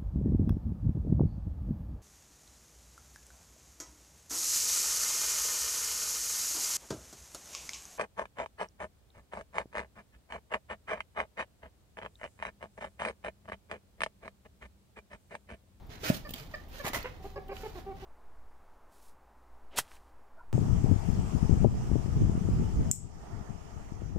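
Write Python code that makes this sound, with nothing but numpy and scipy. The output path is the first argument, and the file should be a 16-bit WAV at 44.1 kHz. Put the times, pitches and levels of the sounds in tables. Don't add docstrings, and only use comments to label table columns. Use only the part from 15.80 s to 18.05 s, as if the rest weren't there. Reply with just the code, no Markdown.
import sys
import numpy as np
from scipy import signal
from scipy.fft import rfft, irfft
from scipy.io import wavfile

SR = 44100
rng = np.random.default_rng(int(sys.argv[2]) if len(sys.argv) > 2 else 0)


def dump(signal):
    limited = np.clip(np.atleast_2d(signal).T, -1, 1)
    pcm = np.round(limited * 32767).astype(np.int16)
    wavfile.write(sys.argv[1], SR, pcm)


N = 99225
T = np.arange(N) / SR

# f/Hz, level/dB
AIR_COLOUR = [(12, -43), (20, 7.5), (78, -1), (581, -19.5), (788, -20), (1130, -29), (1670, -40),
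              (1820, -36), (2760, -44.5), (3640, -42), (8400, -56.5), (13900, -54.5), (15500, -50)]
FEATHER_COLOUR = [(150, -33.5), (300, -5.5), (620, -4), (922, -6.5), (1620, -4), (2210, -8), (2800, -7),
                  (4720, -9.5), (5570, -11), (7500, -14), (8280, -25.5), (9800, -14.5), (11000, -28.5),
                  (12500, -15.5), (15000, -12.5), (15600, -37)]
WING_COLOUR = [(100, -2), (300, 1), (460, -28), (610, 5.5), (800, -4.5), (1500, -21.5)]
PAVING_COLOUR = [(100, -2.5), (200, -7.5), (400, -2), (600, -1.5), (850, 0.5), (960, 1), (1080, 1),
                 (1250, -4), (1560, -5), (1800, -0.5), (2000, 3.5), (2400, -6), (2960, -8), (5400, -12.5),
                 (5900, -9.5), (6500, -12), (7480, -11.5), (8200, -25), (9600, -10.5), (11000, -23),
                 (12200, -14), (14200, -12), (15600, -15)]
CLAW_COLOUR = [(500, -5), (1700, -8.5), (2900, -2.5), (4300, -1), (5600, -11.5), (7000, -6.5), (11000, -15),
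               (13000, -8), (14500, 0.5), (16000, -7)]
HIGH_THROAT = [(580, -2), (1180, -6), (1550, -10.5), (1800, 1.5), (2300, -12), (3000, -23), (3600, -37),
               (4900, -11.5), (6500, -66)]
LOW_THROAT = [(390, 1), (800, -4), (1200, -14.5), (1700, -20), (2200, -23), (2900, -25.5), (3600, -47),
              (6000, -62)]
# f/Hz, likeness (1 = the same)
AIR_LIKENESS = [(30, 0.75), (150, 0.86), (500, 0.55), (1500, 0.097), (8000, 0.9)]
RUB_LIKENESS = [(300, 1), (1000, 0.69), (2200, 0.33), (6000, 0.13), (8500, 0.76), (15000, 0.98)]
# f/Hz, level/dB
BODY_PAN = [(200, -.5), (1400, -0.5), (2400, -9), (4400, -8), (8000, -4), (15000, -1)]
SCUFF_PAN = [(200, 0), (1400, -1), (2400, -6), (4400, -5.5), (8000, -1), (15000, 0)]
CLAW_PAN = [(1200, 3), (2400, -9), (15000, -3.5)]
VOICE_PAN = [(400, -1), (1200, 0), (2400, -7.5), (5000, -6)]
# f/Hz, share of the lag
LAG_SHARE = [(5000, 0.98), (8000, 0.026)]

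# t/s, level/dB
FAR_LEVEL = [(1.3, -77), (1.43, -62), (1.6, -58.5), (1.8, -57.5), (1.95, -64.5), (2.08, -61), (2.15, -53),
             (2.19, -64.5), (2.25, -72)]
# t/s, f/Hz
FAR_PITCH = [(1.3, 754), (1.6, 764), (2.0, 757.4), (2.15, 781.4), (2.25, 789)]
# multiple of the pitch, level/dB
FAR_TONES = [(0.522, -4), (1.001, 1), (1.498, -21)]
# t/s, rise/s, hold/s, time to fade 60 dB/s, level/dB, treble tilt/(dB per octave), left lag/ms
FEATHER_STROKES = [(.086, 0.035, 0.019, 0.23, -50, -2.7, 0.45), (.18, 0.05, .03, .2, -51.5, 0.5, 0.57),
                   (.229, 0.015, 0.02, 0.16, -36, -1, 0.45), (.272, .013, 0.011, 0.088, -34, 0.5, 0.41),
                   (.318, 0.022, 0.026, 0.15, -43.5, 2.2, 0.39),
                   (.42, 0.071, 0.029, 0.58, -61.5, 3.5, 0.29),
                   (.535, 0.0085, 0.065, 0.3, -50.5, 0.4, 0.26), (.68, 0.037, 0.057, 0.61, -60, -1.5, 0.23),
                   (.89, 0.067, 0.017, 0.66, -49.5, -1.2, 0.32), (1.17, 0.007, 0.013, 0.83, -50, -4, 0.26),
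                   (1.41, 0.027, 0.03, 0.46, -60, 0.5, 0.066), (1.7, 0.061, 0.093, 0.71, -55, -0.2, .1),
                   (1.93, 0.032, 0.047, 0.081, -58, -1.5, 0.27), (2.14, 0.054, 0.046, .3, -57, -3.5, 0.26)]
WING_SWISH = [(.232, 0.014, 0.074, 0.14, -44.5, 0, 0.31)]
FOOT_SCUFFS = [(1.034, 0.02, 0.012, .06, -37, -2.5, 0.17), (1.062, 0.0068, 0.011, 0.084, -36, 0.5, .16),
               (1.1318, 0.0014, 0.023, 0.15, -33, -.5, .16), (1.144, 0.0038, .008, 0.057, -39, -1, 0.097)]
# the same columns as the rubs, then the claw's ring f/Hz
CLAW_SKIDS = [(.064, .002, 0.0038, 0.03, -66, 9, 0.11, 3700),
              (0.491, 0.0012, 0.0049, 0.02, -47.5, 1.5, 0.23, 2700),
              (.505, 0.0014, 0.0028, 0.022, -41.5, 5.5, .22, 2580),
              (0.5369, 0.00048, 0.0026, 0.015, -37.5, 1, 0.073, 3160),
              (0.883, 0.0022, 0.0044, .05, -61, 6, 0.11, 2960),
              (1.228, .0005, 0.00083, .008, -48, 4.5, 0.072, 4400),
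              (1.68, 0.0022, .004, .03, -61.5, 3.5, .2, 3000),
              (1.766, 0.00096, 0.0023, 0.01, -45.5, -7.5, 0.094, 2380)]
# t/s, level/dB, f/Hz, half the time to the peak/s, left lag/ms
THUMPS = [(.092, -39, 91, 0.0022, 0.37), (.231, -35.5, 418, 0.0021, 0.17), (.3001, -11.5, 197, .0014, 0.32),
          (.4905, -36.5, 215, 0.0011, .2), (.507, -34.5, 172, 0.00067, 0.092),
          (.538, -38.5, 248, 0.00196, .2), (.605, -41.5, 145.7, 0.0061, 0.31),
          (1.046, -29, 146, 0.0012, 0.24), (1.074, -25.5, 700, 0.00061, 0.2),
          (1.099, -35.5, 255, 0.0014, 0.11), (1.166, -35, 235, 0.002, .16),
          (1.185, -37.5, 68.6, 0.003, .16)]
# t/s, length/s, f/Hz, glide/octaves, level/dB, overtone boost/dB, roughness (0 to 1)
HIGH_CLUCKS = [(.447, .03, 607.6, -0.096, -48, -3, 0.22), (.737, 0.015, 613.7, -0.025, -40.5, 0, 0.26),
               (.996, 0.022, 580, -0.053, -42, -6, 0.05), (1.557, .026, 566.3, 0.08, -41.5, -9, 0.11),
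               (1.711, 0.021, 551, -0.03, -42.5, -10, 0.02)]
LOW_CLUCKS = [(1.241, 0.026, 475, 0.099, -41, 13, 0.53), (1.267, 0.0164, 485.4, -0.023, -53.5, 18, 0.7),
              (1.44, 0.029, 384.3, 0.035, -46, -2, .35), (1.559, 0.033, 416, -0.14, -44.5, -2, 0.26),
              (1.689, 0.046, 398.4, -0.034, -45, 5.5, 0.24),
              (1.831, 0.042, 436.4, -0.048, -41.5, 1.5, 0.17), (1.952, 0.0393, 371, -.25, -46.5, 1, .15),
              (2.062, .068, 389.7, -0.052, -44.5, -5.5, 0.077), (2.221, 0.024, 384, -0.1, -47, -4, 0.13)]


def from_db(db):
    return 10 ** (np.asarray(db) / 20)


def rms_one(x):
    return x / np.sqrt(np.mean(x ** 2) + 1e-20)


def at_hz(points, hz):
    f, value = np.transpose(points)
    return np.interp(np.log(np.maximum(hz, 1)), np.log(f), value)


def freqs(x):
    return np.fft.rfftfreq(x.shape[-1], 1 / SR)


def shaped(x, gain):
    return irfft(rfft(x) * gain, x.shape[-1])


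def drift(rate_hz, size):
    white = rng.standard_normal(size)
    return rms_one(shaped(white, 1 / (1 + (freqs(white) / rate_hz) ** 2)))


def spread(mid, side, gain, likeness):
    alike = np.clip(at_hz(likeness, freqs(mid)), -1, 1)
    shared = shaped(mid, gain * np.sqrt(1 + alike))
    opposed = shaped(side, gain * np.sqrt(1 - alike)) * [[1], [-1]]
    return rms_one(shared + opposed)


def placed(x, pan, lag_ms):
    hz = freqs(x)
    side = np.array([[.5], [-.5]])
    delay_s = side * at_hz(LAG_SHARE, hz) * lag_ms / 1000
    return shaped(x, from_db(side * at_hz(pan, hz)) * np.exp(-2j * np.pi * hz * delay_s))


def add(out, start, x):
    i = int(np.clip(start * SR, 0, N - 1))
    out[:, i:i + x.shape[1]] += x[:, :N - i]


def outdoor_air(level_db=-47.5, treble_db=7.5):
    mid, side = rng.standard_normal((2, N))
    hz = freqs(mid)
    colour_db = at_hz(AIR_COLOUR, hz) + at_hz([(500, 0), (2000, treble_db)], hz)
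    gain = from_db(colour_db) * np.minimum(hz / 20, 1) ** 2
    return from_db(level_db) * spread(mid, side, gain, AIR_LIKENESS)


def far_note(waver_db=2.5):
    pitch = np.interp(T, *np.transpose(FAR_PITCH))
    note = np.zeros(N)
    for multiple, db in FAR_TONES:
        cycles = multiple * np.cumsum(pitch * (1 + 0.0054 * drift(34, N))) / SR
        note += np.sin(2 * np.pi * cycles) * from_db(db + waver_db * drift(20, N))
    return np.sqrt(2) * note * from_db(np.interp(T, *np.transpose(FAR_LEVEL), left=-120))


def yard_echo(x, fade_s=0.29, delay_s=0.0068, cutoff_hz=5400, size=22050):
    t = np.arange(size) / SR
    tail = rng.standard_normal((2, size)) * from_db(-60 * t / fade_s) * (t > delay_s)
    dull = signal.butter(1, cutoff_hz, fs=SR, output="sos")
    tail = signal.sosfilt(dull, rms_one(tail) / np.sqrt(size))
    return signal.fftconvolve(x, tail, axes=1)[:, :N]


def rubbing(rows, colour, pan, catch_db, hiss, catches_per_s=3500, size=24000):
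    out, t = np.zeros((2, N)), np.arange(size) / SR
    hz = freqs(t)
    band = np.minimum(hz / colour[0][0], 1) ** 2 * (hz < 15600)
    treble_octaves = np.log2(np.maximum(hz, 2000) / 2000)
    for start, rise, hold, fade, db, tilt_db, lag_ms in rows:
        strengths = from_db(catch_db * np.minimum(rng.exponential(1, (2, size)), 4))
        strengths *= rng.choice([-1, 1], (2, size))
        catches = rms_one(strengths * (rng.random((2, size)) < catches_per_s / SR))
        mid, side = catches + hiss * rng.standard_normal((2, size))
        ring = rng.standard_normal(size) * t * np.exp(-t / .003)
        ring_db = 3 * rms_one(rfft(ring).real)
        gain = from_db(at_hz(colour, hz) + ring_db + tilt_db * treble_octaves) * band
        judder_db = 1.8 * drift(90, size)
        fade_db = 60 * np.maximum(t - rise - hold, 0) / fade
        loudness = np.clip(t / rise, 0, 1) * from_db(db + judder_db - fade_db)
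        add(out, start, placed(loudness * spread(mid, side, gain, RUB_LIKENESS), pan, lag_ms))
    return out


def feathers():
    strokes = rubbing(FEATHER_STROKES, FEATHER_COLOUR, BODY_PAN, catch_db=4.5, hiss=1.0)
    return strokes + rubbing(WING_SWISH, WING_COLOUR, BODY_PAN, catch_db=2, hiss=0.7)


def scuffs():
    return rubbing(FOOT_SCUFFS, PAVING_COLOUR, SCUFF_PAN, catch_db=3.5, hiss=0.47)


def claws(ring_db=14, half_width_hz=210):
    out, hz = np.zeros((2, N)), freqs(T)
    for *skid, ring_hz in CLAW_SKIDS:
        tick = rubbing([skid], CLAW_COLOUR, CLAW_PAN, catch_db=2.5, hiss=0.88)
        out += shaped(tick, 1 + from_db(ring_db) / (1 + ((hz - ring_hz) / half_width_hz) ** 2))
    return out


def thumps(overtone_ratio=3.055, overtone_db=-10.5, size=4096):
    out, t = np.zeros((2, N)), np.arange(size) / SR
    for start, db, hz, swell, lag_ms in THUMPS:
        loudness = from_db(db) * (t / swell / 2) ** 2 * np.exp(2 - t / swell)
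        phase = 2 * np.pi * hz * t
        swing = -np.sin(phase) + from_db(overtone_db) * np.sin(overtone_ratio * phase)
        add(out, start, placed(loudness * swing, BODY_PAN, lag_ms))
    return out


def clucks(rows, throat, rise_s=0.0047, fall_s=0.005, sag_octaves=0.047, shake_hz=160, size=8192):
    out, t = np.zeros((2, N)), np.arange(size) / SR
    f = freqs(t)
    for start, length, hz, glide, db, boost_db, rough in rows:
        along = np.minimum(t / length - .5, .5)
        pitch = hz * 2 ** (glide * along - sag_octaves * (2 * along) ** 2)
        pitch *= 1 + 0.15 * rough * drift(shake_hz, size)
        phase = 2 * np.pi * np.cumsum(pitch) / SR
        buzz = np.cos(phase)
        for k in range(2, 14):
            overtone = np.cos(k * phase + rng.uniform(0, 2 * np.pi))
            buzz += overtone * from_db(3.5 * (1 - 1 / k) * drift(45, size))
        puffs = rng.standard_normal(size) * (1 + np.cos(phase))
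        rasp = 0.67 * rough * np.sqrt(SR / 2 / hz) * puffs
        shake = 1 + 0.75 * rough * drift(shake_hz, size)
        colour_db = at_hz(throat, f) + at_hz([(800, 0), (1840, boost_db)], f)
        bass_cut = np.minimum(f / (0.71 * hz), 1) ** 4
        voice = shaped((np.sqrt(2) * buzz + rasp) * shake, from_db(colour_db) * bass_cut)
        loudness = from_db(db) * np.clip(t / rise_s, 0, 1) * np.clip((length - t) / fall_s + .5, 0, 1)
        add(out, start, placed(loudness * voice, VOICE_PAN, lag_ms=0.13))
    return out


def scene():
    voices = clucks(HIGH_CLUCKS, HIGH_THROAT) + clucks(LOW_CLUCKS, LOW_THROAT)
    rubs = feathers() + scuffs() + claws()
    knocks = thumps()
    echo = yard_echo(from_db(-7) * (voices + rubs) + from_db(-13.5) * knocks)
    return voices + rubs + knocks + echo + far_note() + outdoor_air()


def record(dry):
    return signal.sosfilt(signal.ellip(10, .2, 80, 15600, fs=SR, output="sos"), dry)


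dry = scene()
out = record(dry)
dump(out)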